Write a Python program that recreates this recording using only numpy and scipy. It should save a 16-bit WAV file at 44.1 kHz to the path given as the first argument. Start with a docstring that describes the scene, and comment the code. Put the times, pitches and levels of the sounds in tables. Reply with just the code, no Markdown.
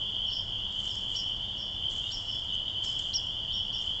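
"""A pond after dusk, in mono. A crowd of small frogs gives short, throbbing, rising peeps that the trees
smear into one shrill band, and nearer frogs call over it. A bird close by gives sharp upswept chips,
blurred by twigs. Dry leaves crackle and snap now and then. Under it all lies a bed of night air:
a low far rumble, soft hiss and a faint hum."""
import sys
import numpy as np
from scipy import signal
from scipy.fft import rfft, irfft
from scipy.io import wavfile

SR = 44100
rng = np.random.default_rng(int(sys.argv[2]) if len(sys.argv) > 2 else 0)


def generate_wav(signal):
    """Clip the signal to [-1, 1] and save it as 16-bit WAV at the path in sys.argv[1]."""
    frames = np.transpose(np.atleast_2d(signal))
    scaled = np.clip(frames, -1, 1) * 32767
    pcm = np.round(scaled).astype(np.int16)
    wavfile.write(sys.argv[1], SR, pcm)


N = 176400
T = np.arange(N) / SR

# mid-call pitch of the lowest, middle and highest frog in the chorus: f/Hz
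CHORUS_PITCHES = [2878, 3119, 3485]
# fader ride on the chorus, taken about its mean and scaled by SWELL_DEPTH: t/s, level/dB
CHORUS_RIDE = [(0.0, -29.5), (0.24, -27.5), (0.47, -33.5), (0.71, -29.5), (0.94, -34), (1.18, -30),
               (1.41, -33.5), (1.65, -36), (1.88, -30), (2.12, -35), (2.35, -33), (2.59, -31.0),
               (2.82, -30.5), (3.06, -30.9), (3.29, -32), (3.53, -29), (3.76, -29), (4.0, -30.5)]
FROG_COUNT, BANK_COUNT, CALL_EVERY_S = 96, 8, .5
CHORUS_DB, SWELL_DEPTH, EDGE_LOSS_DB = -34.5, .45, 4   # the lowest and highest frogs are fainter
PEEP_RISE_HZ, PEEP_WAVER_HZ, THROB_RANGE_HZ, THROB_DEPTH = 237.3, 18, (53.9, 141.4), .38

# EQ curve of the far rumble: f/Hz, relative level/dB
RUMBLE_EQ = [(12, -32.5), (20, 4.5), (54, -2.5), (103, 0.5), (121, -2), (151, -11.5), (188, -6.5),
             (250, -15), (288, -13.5), (406, -18.5), (686, -16.5), (874, -18.5), (948, -19.5), (1160, -22),
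             (2500, -31), (3250, -61), (5500, -120)]
# EQ curve of the hiss: f/Hz, relative level/dB
HISS_EQ = [(1800, -19.5), (2600, -6.5), (3900, -1), (4300, 0.5), (4700, 6.5), (5700, -5.5), (6300, -1.5),
           (7500, -5.5), (8000, -16), (8600, -22.5)]
# partials of the hum: f/Hz, level/dB
HUM_PARTIALS = [(705, -72), (957, -66.5), (1912, -90.5)]
RUMBLE_DB, HISS_DB, HUM_WAVER = -45.5, -59, .003

# cues for the nearer frogs: t/s, length/s, mid-call f/Hz, level/dB
PEEP_CUES = [(.04, 0.17, 3490, -47.5), (0.19, 0.051, 3123, -32.5), (0.548, .12, 2870, -46),
             (0.622, 0.059, 3080, -32), (0.619, 0.11, 3560, -47), (0.769, .035, 3110, -31),
             (0.807, .13, 3490, -46.5), (1.255, 0.014, 3170, -28.5), (1.412, 0.087, 3550, -44),
             (1.599, 0.13, 3390, -43.5), (1.73, 0.049, 3464, -41), (1.707, 0.023, 3070, -45.5),
             (1.878, 0.016, 3047, -31.5), (1.989, .11, 3560, -43.5), (2.02, 0.077, 2874, -41),
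             (2.326, 0.077, 3383, -38.5), (2.462, 0.067, 3540, -42.5), (2.491, .08, 3020, -33.5),
             (2.64, 0.082, 3610, -47), (2.886, 0.026, 3086, -30), (2.937, 0.12, 3475, -46),
             (3.18, 0.13, 2913, -43), (3.481, .08, 3580, -43), (3.523, 0.11, 3160, -35),
             (3.72, 0.074, 3490, -42), (3.881, 0.067, 3153, -37)]

# cues for the bird: t/s, upsweep stretch/ratio, top f/Hz, level/dB, wet/share (capped at 1)
CHIP_CUES = [(0.254, 1.1, 5540, -48, 0.9), (.292, 2.05, 5374, -37.5, 0.98), (.345, 1, 5470, -43.5, 0.3),
             (0.869, 1.1, 5446, -42, 0.94), (1.143, 1.7, 5560, -34.5, 0.92),
             (1.573, 0.96, 5505, -43.5, 0.72), (2.105, 2, 5550, -35.5, 0.5), (2.246, 2, 5480, -46, 0.65),
             (2.285, 1.1, 5385, -44, 1.1), (2.831, 2.1, 5405, -42, .8), (3.131, 1.08, 5593, -28, 0.42),
             (3.513, 2.3, 5560, -43, 0.65), (3.72, 1.67, 5570, -41.5, 0.5)]
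BASE_SWEEP_S, HOLD_S, FALL_S = .0092, .016, .031
SWEEP_FROM_HZ, SAG_HZ, SWEEP_DB, SAG_DB = 3700, 517, -7.5, -5.5
SWEEP_RASP_HZ, HOLD_RASP_HZ, SAG_RASP_HZ = 480, 60, 220
TWIG_T60_S, TAIL_DB, TAIL_T60_S = .083, -14.5, .66   # the loudest chip's echoes: twigs, then trees
FAR_TAIL_SHARE, FAR_BLUR_PER_DB = .26, .25   # fainter chips are farther off: more tail, longer blur

# cues for snaps among the leaves: t/s, level/dB
SNAP_CUES = [(0.372, -49), (.725, -43.5), (0.802, -44), (0.855, -34), (0.956, -39), (1.29, -45),
             (1.935, -41), (2.12, -39), (2.348, -48), (2.445, -45), (2.55, -42), (2.991, -33.5),
             (3.266, -44), (3.818, -41.5), (3.859, -50)]
# cues for rustles: t/s, attack/s, decay time constant/s, level/dB
RUSTLE_CUES = [(.70, 0.14, 0.28, -54), (1.089, 0.073, 0.063, -51), (1.883, .025, 0.19, -51),
               (2.07, 0.017, 0.31, -55.5), (2.823, .02, 0.1, -47), (2.985, .01, 0.15, -51.5),
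               (3.72, 0.12, 0.14, -57)]
# EQ curve of rustles and snaps: f/Hz, relative level/dB
LEAF_EQ = [(1200, -10), (2500, -7), (4000, -1.5), (5500, -2), (6800, 2.5), (7500, 1.5), (8000, -11.5),
           (8600, -16)]
CRACKLES_PER_S, CRACKLE_SPREAD_DB, SNAP_DECAY_S = 900, 4, .0011


def from_db(db):
    """Decibels to gain."""
    return 10 ** (np.asarray(db) / 20)


def rms_one(x):
    """Scale to rms 1."""
    return x / np.sqrt(np.mean(x ** 2) + 1e-20)


def add(out, start_s, sound):
    """Mix a sound in at its cue."""
    i = int(round(start_s * SR))
    a, b = max(i, 0), min(i + len(sound), len(out))
    if b > a:
        out[a:b] += sound[a - i:b - i]


def equalise(x, curve):
    """Apply an EQ curve (f/Hz, level/dB), keeping the power of white noise."""
    hz, db = np.transpose(curve)
    f = np.maximum(np.arange(len(x) // 2 + 1) * SR / len(x), 1)
    gain = from_db(np.interp(np.log(f), np.log(hz), db))
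    return irfft(rfft(x) * rms_one(gain), len(x))


def drift(t, rate, size=512):
    """Random modulator of spread about 1, gliding to a new value rate times a second."""
    return np.interp(t * rate, np.arange(size), rng.standard_normal(size))


def scatter(t60):
    """Reverb impulse of countless small echoes, of unit energy."""
    t = T[:SR]
    echoes = rng.standard_normal(SR) * from_db(-60 * t / t60) * (1 - np.exp(-t / .0017))
    return echoes / np.sqrt(np.sum(echoes ** 2))


def outdoors(x, wet, t60):
    """Equal-power blend of a sound with its echoes from bushes and trees."""
    wet = np.clip(wet, 0, 1)
    impulse = np.sqrt(wet) * scatter(t60)
    impulse[0] += np.sqrt(1 - wet)
    return signal.fftconvolve(x, impulse)


def peep(hz, length_s):
    """One frog call: a throbbing whistle that rises in pitch as it swells and fades."""
    t = T[:9000]
    progress = np.clip(t / length_s, 0, 1)
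    pitch = hz + PEEP_RISE_HZ * (progress - .5) + PEEP_WAVER_HZ * drift(t, 115.7)
    throb = 1 + THROB_DEPTH * np.sin(2 * np.pi * (rng.uniform(*THROB_RANGE_HZ) * t + rng.random()))
    envelope = np.sqrt(2) * np.sin(np.pi * progress) * throb
    return envelope * np.sin(2 * np.pi * np.cumsum(pitch) / SR)


def frog_chorus():
    """Far frogs on several banks repeat their own pitches out of turn; the trees smear them together."""
    banks = np.zeros((BANK_COUNT, N + SR))   # one second of pre-roll
    ranks = np.arcsin(np.linspace(-1, 1, FROG_COUNT)) * 2 / np.pi   # bunched around the middle pitch
    for i, hz in enumerate(np.interp(ranks, [-1, 0, 1], CHORUS_PITCHES)):
        gain = from_db(rng.uniform(-4.5, 2.5) - EDGE_LOSS_DB * ranks[i] ** 2)
        period_s = CALL_EVERY_S * rng.uniform(.99, 1.01)
        stagger = i * (np.sqrt(5) - 1) / 2 % 1   # golden-ratio steps keep neighbours apart
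        for k in range(14):
            start_s = period_s * (k + stagger + rng.normal(0, .04))
            add(banks[i % BANK_COUNT], start_s, gain * peep(hz, length_s=rng.uniform(.0884, .1321)))
    crowd = sum(outdoors(bank, wet=.44, t60=.79)[SR:SR + N] for bank in banks)
    ride_db = np.interp(T, *np.transpose(CHORUS_RIDE))
    return rms_one(crowd) * from_db(CHORUS_DB + SWELL_DEPTH * (ride_db - ride_db.mean()))


def night_air():
    """The bed: far rumble, soft hiss and a thin wavering hum."""
    rumble = from_db(RUMBLE_DB) * equalise(rng.standard_normal(N), RUMBLE_EQ)
    hiss = from_db(HISS_DB) * equalise(rng.standard_normal(N), HISS_EQ)
    wavering_t = np.cumsum(1 + HUM_WAVER * drift(T, 12)) / SR
    hum = sum(np.sqrt(2) * from_db(db) * np.sin(2 * np.pi * hz * wavering_t) for hz, db in HUM_PARTIALS)
    return rumble + hiss + hum


def near_frogs():
    """Single peeps in front of the chorus, with a shorter reverb."""
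    out = np.zeros(N)
    for start_s, length_s, hz, db in PEEP_CUES:
        add(out, start_s, from_db(db) * outdoors(peep(hz, length_s), wet=.5, t60=.54))
    return out


def bird_chips():
    """Each chip rasps up to a clear held note and sags, blurred by twigs and trailing off in the trees."""
    out, t = np.zeros(N), T[:6000]
    loudest_db = max(cue[3] for cue in CHIP_CUES)
    for start_s, stretch, top_hz, db, wet in CHIP_CUES:
        sweep_s, far_db = BASE_SWEEP_S * stretch, loudest_db - db
        knees = np.cumsum([0, sweep_s / 4, sweep_s / 2, sweep_s / 4, HOLD_S, FALL_S / 2, FALL_S / 2])
        pitch = np.interp(t, knees[[0, 3, 4, 5]], [SWEEP_FROM_HZ, top_hz, top_hz, top_hz - SAG_HZ])
        rasp_hz = np.interp(t, knees[2:6], [SWEEP_RASP_HZ, HOLD_RASP_HZ, HOLD_RASP_HZ, SAG_RASP_HZ])
        pitch += rasp_hz * drift(t, 2500)
        envelope = np.interp(t, knees, [0, from_db(SWEEP_DB), from_db(SWEEP_DB), .7, 1, from_db(SAG_DB), 0])
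        chip = from_db(db) * np.sqrt(2) * envelope * np.sin(2 * np.pi * np.cumsum(pitch) / SR)
        add(out, start_s, outdoors(chip, wet, TWIG_T60_S * (1 + FAR_BLUR_PER_DB * far_db)))
        tail = signal.fftconvolve(chip, scatter(TAIL_T60_S))
        add(out, start_s, from_db(TAIL_DB + FAR_TAIL_SHARE * far_db) * tail)
    return out


def dry_leaves():
    """Swells of fine dry crackle, with short noise bursts for the sharper snaps."""
    clicks = (rng.random(N) < CRACKLES_PER_S / SR) * rng.choice([-1, 1], N)
    clicks = clicks * from_db(CRACKLE_SPREAD_DB * np.minimum(rng.exponential(1, N), 4))
    crackle = rms_one(rms_one(clicks) + .6 * rng.standard_normal(N))   # noise softens the grain
    power = np.zeros(N)
    for start_s, attack_s, decay_s, db in RUSTLE_CUES:
        attack = np.clip((T - start_s) / attack_s, 0, 1)
        decay = np.exp(-np.maximum(T - start_s - attack_s, 0) / decay_s)
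        power += (from_db(db) * attack * decay) ** 2
    out, t = crackle * np.sqrt(power), T[:SR // 50]
    for start_s, db in SNAP_CUES:
        add(out, start_s, from_db(db) * np.exp(-t / SNAP_DECAY_S) * rng.standard_normal(len(t)))
    return equalise(out, LEAF_EQ)


def bird_tick(start_s=2.527, length_s=.024, hz=6300, db=-54.5):
    """One fainter, higher bird note, raspy and blurred by twigs."""
    out, t = np.zeros(N), T[:6000]
    envelope = np.sin(np.pi * np.minimum(t / length_s, 1))
    pitch = hz + SAG_RASP_HZ * drift(t, 2500)
    tick = envelope * np.sin(2 * np.pi * np.cumsum(pitch) / SR)
    add(out, start_s, from_db(db) * outdoors(tick, wet=.5, t60=TWIG_T60_S))
    return out


def scene():
    """Frogs, bird, leaves and air, all panned dead centre."""
    mix = frog_chorus() + near_frogs() + bird_chips() + bird_tick() + dry_leaves() + night_air()
    return np.tile(mix, (2, 1))


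def record(dry):
    """A steep low-pass on the master takes off the top."""
    low_pass = signal.ellip(10, .2, 70, 8700, fs=SR, output="sos")   # corner at 8700 Hz
    return signal.sosfilt(low_pass, dry)


dry = scene()
out = record(dry)
generate_wav(out)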